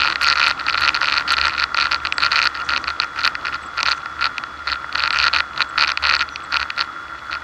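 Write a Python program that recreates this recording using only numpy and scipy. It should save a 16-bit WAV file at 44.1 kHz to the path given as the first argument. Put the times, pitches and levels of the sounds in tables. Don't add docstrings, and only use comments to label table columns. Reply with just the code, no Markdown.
import sys
import numpy as np
from scipy import signal
from scipy.fft import rfft, irfft
from scipy.io import wavfile
from scipy.ndimage import uniform_filter1d, minimum_filter1d

SR = 44100
rng = np.random.default_rng(int(sys.argv[2]) if len(sys.argv) > 2 else 0)


def unload_audio(sound):
    columns = np.transpose(np.atleast_2d(sound))
    steps = np.round(np.clip(columns, -1, 1) * 32767)
    wavfile.write(sys.argv[1], SR, steps.astype(np.int16))


N = 327663
TIME = np.arange(N) / SR

# start_s, end_s, strength_db
JOLTS = [(0.0, 0.133, -21), (0.212, 0.335, -18), (0.355, 0.518, -19), (0.592, 0.62, -30),
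         (0.665, 0.708, -21), (0.725, 0.755, -23), (0.775, 0.913, -20), (0.944, 0.975, -21),
         (1.01, 1.217, -22), (1.277, 1.345, -20), (1.367, 1.499, -20), (1.52, 1.552, -32),
         (1.578, 1.64, -21), (1.767, 1.869, -21), (1.912, 1.964, -21), (2.05, 2.073, -22),
         (2.203, 2.275, -19), (2.315, 2.48, -19), (2.545, 2.62, -34), (2.689, 2.784, -23),
         (2.874, 2.912, -25), (3.015, 3.045, -26), (3.16, 3.215, -30), (3.234, 3.284, -18),
         (3.45, 3.495, -28), (3.525, 3.56, -32), (3.775, 3.81, -24), (3.856, 3.931, -20),
         (4.209, 4.27, -22), (4.671, 4.745, -25), (4.949, 5.078, -23), (5.127, 5.288, -20),
         (5.33, 5.408, -19), (5.576, 5.628, -20), (5.777, 5.85, -17), (5.872, 5.922, -22),
         (6.024, 6.171, -19), (6.192, 6.23, -21), (6.523, 6.575, -20), (6.595, 6.64, -26),
         (6.777, 6.831, -22), (7.31, 7.36, -30)]
FULL_JOLT_DB = -20


def from_db(db):
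    return 10 ** (np.asarray(db) / 20)


def rms_one(x):
    return x / np.sqrt(np.mean(x ** 2) + 1e-20)


def butterworth(x, order, hz, kind):
    return signal.sosfilt(signal.butter(order, hz, kind, fs=SR, output="sos"), x)


def noise(spectrum):
    hz, db = np.transpose(spectrum)
    bins_hz = np.maximum(np.arange(N // 2 + 1) * SR / N, 1)
    colour = from_db(np.interp(np.log(bins_hz), np.log(hz), db))
    return rms_one(irfft(rfft(rng.standard_normal(N)) * colour, N))


def drift(rate_hz):
    bins_hz = np.arange(N // 2 + 1) * SR / N
    return rms_one(irfft(rfft(rng.standard_normal(N)) / (1 + (bins_hz / rate_hz) ** 2), N))


def shaking(calm_db=-22, calm_rise_db_per_s=0.23, spread_s=0.085):
    push = np.zeros(N)
    for start, end, db in JOLTS:
        push[(TIME >= start) & (TIME < end)] = from_db(db - FULL_JOLT_DB)
    spread = np.hanning(int(spread_s * SR))
    sway = np.abs(signal.fftconvolve(push, spread / spread.sum(), "same"))
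    calm = from_db(calm_db + calm_rise_db_per_s * TIME)
    return 20 * np.log10(calm + sway)


def rolling(shake_db, rumble_db=-33.5, hiss_db=-36.0, lumpy_db=1.5, ease_db_per_s=0.5):
    # frequency_hz, relative_db
    rumble_spectrum = [(15, -28), (33, -9), (46, -13.5), (62, 6), (80, -34), (98, -4.5), (125, 0.5),
                       (200, -8), (290, 1), (400, -6.5), (600, -4), (900, -1), (1300, 11), (2500, -37),
                       (8000, -66)]
    # frequency_hz, relative_db
    hiss_spectrum = [(900, 9.5), (1900, 20), (2500, 13.5), (3200, 10), (4400, 10.5), (6000, 3.5),
                     (8000, -4), (10000, -26), (12500, -31), (15000, -41)]
    rumble = from_db(rumble_db + 0.049 * shake_db + lumpy_db * drift(9.7)) * noise(rumble_spectrum)
    hiss = from_db(hiss_db + 0.29 * shake_db) * noise(hiss_spectrum)
    return from_db(-ease_db_per_s * TIME) * (rumble + hiss)


def whine(pitch_hz=3386, level_db=-50):
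    return from_db(level_db) * np.sqrt(2) * np.sin(2 * np.pi * pitch_hz * TIME)


def engine(firings, shake_db, level_db=-43.0, waver_db=3.5, follows=0.4):
    # crank_multiple, relative_db
    orders = [(1, -19), (2, 1), (3, -17), (4, -20.5), (8, -15.5), (9, -9)]
    drone = 0
    for multiple, db in orders:
        sway = 0.9 * drift(8) / multiple
        phase = np.pi * multiple * firings + sway + rng.uniform(0, 2 * np.pi)
        drone += from_db(db + waver_db * drift(6)) * np.sin(phase)
    return from_db(level_db + follows * shake_db) * rms_one(drone)


def rustles(uneven_db=9.0):
    # start_s, end_s, level_db
    slides = [(2.48, 2.957, -60), (3.87, 4.002, -48)]
    # frequency_hz, relative_db
    spectrum = [(3000, -27), (6000, 28), (8500, 8), (10000, -1), (12000, -33)]
    envelope = np.zeros(N)
    for start, end, db in slides:
        at = np.flatnonzero((TIME >= start) & (TIME < end))
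        envelope[at] += from_db(db) * np.sqrt(np.hanning(len(at)))
    return envelope * from_db(uneven_db * drift(40)) * noise(spectrum)


def squeaks(waver=0.025, chirps_per_s=1.2, chirp_s=0.027, chirp_hz=7770, chirp_db=-44):
    # start_s, length_s, pitch_hz, peak_db
    placed = [(0.275, 0.0093, 6570, -24.5), (2.585, 0.041, 2850, -31), (3.619, .025, 8000, -46.5),
              (5.682, 0.027, 7700, -46), (6.29, 0.097, 5820, -44)]
    out = np.zeros(N)
    wobble = 1 + waver * drift(300)
    chance = rng.random((int(chirps_per_s * N / SR), 2))
    chirps = [(when * N / SR, chirp_s, chirp_hz * (1 + 0.0083 * (2 * pitch - 1)), chirp_db)
              for when, pitch in chance]
    for start, length, hz, db in list(placed) + chirps:
        at = np.flatnonzero((TIME >= start) & (TIME < start + length))
        phase = 2 * np.pi * hz * np.cumsum(wobble[at]) / SR
        out[at] += from_db(db) * np.hanning(len(at)) * np.sin(phase)
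    return out


def snaps(fade_s=0.0012, body_hz=(5500, 10000), edge_hz=(10000, 14500)):
    # start_s, body_db, edge_db
    cracks = [(0.2187, -21, -39), (0.2354, -19, -36), (0.4823, -22, -46), (0.8087, -24, -37),
              (1.3224, -15, -40), (2.2337, -29, -46), (2.4448, -31, -45), (3.2705, -35, -38)]
    out, age = np.zeros(N), np.arange(SR // 100) / SR
    for start, body_db, edge_db in cracks:
        burst = rng.standard_normal(len(age)) * np.exp(-age / fade_s)
        at = int(start * SR)
        for band_hz, peak_db in (body_hz, body_db - 2.0), (edge_hz, edge_db + 5.5):
            crack = butterworth(burst, 4, band_hz, "band")
            out[at:at + len(age)] += from_db(peak_db) * crack / np.abs(crack).max()
    return out


def strike_times(firings, start=0, end=TIME[-1], rebound_cycles=0.36, jitter_s=0.0004):
    thrown = np.arange(*np.interp([start, end], TIME, firings))
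    cycles = np.column_stack([thrown, thrown + rebound_cycles]).ravel()
    late_s = jitter_s * rng.standard_normal(len(cycles))
    return np.clip(np.interp(cycles, firings, TIME) + late_s, start, None)


def contacts(times, sizes, length_s, grit=1.0):
    age = np.arange(256) / SR
    force = np.zeros(N + len(age))
    shape = np.sin(np.pi * np.minimum(age / length_s, 1)) ** 2
    touch = rms_one(signal.unit_impulse(len(age), np.argmax(shape)))
    for start, size in zip(times, sizes):
        scuff = rms_one(rng.standard_normal(len(age)) * shape)
        at = int(np.clip(start * SR, 0, N - 1))
        force[at:at + len(age)] += size * (touch + grit * scuff)
    return force[:N]


def resonate(force, modes):
    out = 0
    for k, (hz, width_hz, db) in enumerate(modes):
        radius = np.exp(-np.pi * width_hz / SR)
        poles = [1, -2 * radius * np.cos(2 * np.pi * hz / SR), radius ** 2]
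        gain = (-1) ** k * from_db(db) * (1 - radius ** 2) / 2
        out += gain * signal.lfilter([1, 0, -1], poles, force + 1e-18)
    return out


def shell(force, band_hz=(540, 2400), wall_hz=7000):
    # pitch_hz, width_hz, gain_db
    modes = [(550, 84, -16.5), (916, 71, -9), (1054, 160, -9.5), (1384, 90.5, 4), (1877, 230, -3),
             (2053, 190, -6.5)]
    ring = butterworth(resonate(force, modes), 2, band_hz, "band")
    return butterworth(ring, 4, wall_hz, "low")


def clack(force, soft_hz=5600, bright_db=-23):
    # pitch_hz, width_hz, gain_db
    modes = [(2454, 259, 6), (2963, 576, -2.5), (3630, 1860, -10.5), (3710, 980, -1), (4400, 464, 5),
             (6440, 150, -16.5), (6900, 330, -60), (12200, 1500, -56)]
    ring = resonate(force, modes)
    dull = butterworth(ring, 3, [1500, soft_hz], "band")
    bright = butterworth(ring, 2, 6000, "high")
    return dull + from_db(bright_db) * bright


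def buzz(times, shake_db, level_db=-26.5, follows=0.35, uneven_db=2.0, rub_db=-13, long_ring_db=-4):
    chance = np.minimum(rng.standard_normal(len(times)), 2)
    nudges = contacts(times, from_db(uneven_db * chance), length_s=0.0048)
    force = nudges + from_db(rub_db) * rng.standard_normal(N)
    long_ring = rms_one(resonate(force, [(1380, 40, 0)]))
    sound = rms_one(shell(force)) - from_db(long_ring_db) * long_ring
    return from_db(level_db + follows * shake_db - 0.07 * drift(16)) * rms_one(sound)


def stray_ticks(times, shake_db, level_db=-37, uneven_db=18.0, linger_s=0.066):
    loose_db = uniform_filter1d(shake_db, size=int(linger_s * SR))
    chance = np.minimum(rng.standard_normal(len(times)), 1.5)
    sizes = from_db(uneven_db * chance + np.interp(times, TIME, loose_db))
    force = contacts(times, sizes, length_s=0.00085)
    return from_db(level_db) * rms_one(clack(force, soft_hz=3900))


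def knocks(clack_trim_db=-4.0, ring_trim_db=5.5):
    # start_s, clack_db, ring_db
    bumps = [(0.1564, -2, -15), (1.7442, -3.5, -12), (2.1228, 1.5, -17.5), (2.1807, -0.5, -12),
             (2.8402, -8.5, -20), (2.9992, 6, -13.5), (3.3516, -7.5, -15), (3.8293, 2, -15),
             (4.0577, -17, -19.5), (4.3804, -3, -19.5), (4.4363, -12.5, -18.5), (4.8424, -33, -19),
             (4.9257, -8.5, -36), (5.1049, 2, -14.5), (5.2832, -10, -26), (5.9728, 1.5, -14.5),
             (6.2883, -13, -42), (6.3584, -4.5, -34), (6.7024, -3, -18)]
    out, length = np.zeros(N), SR // 25
    for start, clack_db, ring_db in bumps:
        push = contacts([0], [1], length_s=0.0019, grit=0.66)[:length]
        hard, hollow = clack(push), shell(push)
        sound = from_db(clack_db + clack_trim_db) * hard / np.abs(hard).max()
        sound += from_db(ring_db + ring_trim_db) * hollow / np.abs(hollow).max()
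        at = int(start * SR)
        out[at:at + length] += sound
    return out


def chatter(firings, uneven_db=8.5, cap_db=2.5, rebound_db=4.0, ring_db=-20.0, ring_follows=0.62):
    spells = [strike_times(firings, start, end) for start, end, _ in JOLTS]
    times = np.concatenate(spells)
    strike_db = np.minimum(uneven_db * rng.standard_normal(len(times)), cap_db)
    opening = np.isin(times, [spell[0] for spell in spells])
    strike_db[opening] = 0
    strike_db[1::2] += rebound_db
    sizes = from_db(strike_db)
    part_force = contacts(times, sizes, length_s=0.0017)
    shell_force = contacts(times, np.sqrt(sizes), length_s=0.0016)
    out, tail = np.zeros(N), SR // 25
    for start, end, db in JOLTS:
        first, last = int(start * SR), int(end * SR)
        swell = 6.8 + np.sin(np.linspace(0, np.pi, last - first))
        clacks = rms_one(clack(np.pad(part_force[first:last] * swell, (0, tail))))
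        rings = rms_one(shell(np.pad(shell_force[first:last], (0, tail))))
        sound = from_db(db) * clacks + from_db(ring_db + ring_follows * (db - FULL_JOLT_DB)) * rings
        sound *= np.sqrt((last - first) / len(sound))
        out[first:first + len(sound)] += sound[:N - first]
    return out


def scene(firings_per_s=73.0, speed_wander=0.008):
    firings = np.cumsum(firings_per_s * (1 + speed_wander * drift(2))) / SR
    shake_db = shaking()
    cabin = engine(firings, shake_db) + rolling(shake_db) + whine()
    times = strike_times(firings)
    rattle = knocks() + snaps() + chatter(firings) + buzz(times, shake_db) + stray_ticks(times, shake_db)
    rubbing = squeaks() + rustles()
    return (cabin + rubbing + rattle)[None]


def record(dry, ceiling=1.0, stop_hz=16700):
    needed_gain = ceiling / np.maximum(np.abs(dry), ceiling)
    gain = uniform_filter1d(minimum_filter1d(needed_gain, size=45), size=45)
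    return signal.sosfilt(signal.cheby2(12, 60, stop_hz, fs=SR, output="sos"), dry * gain)


dry = scene()
out = record(dry)
unload_audio(out)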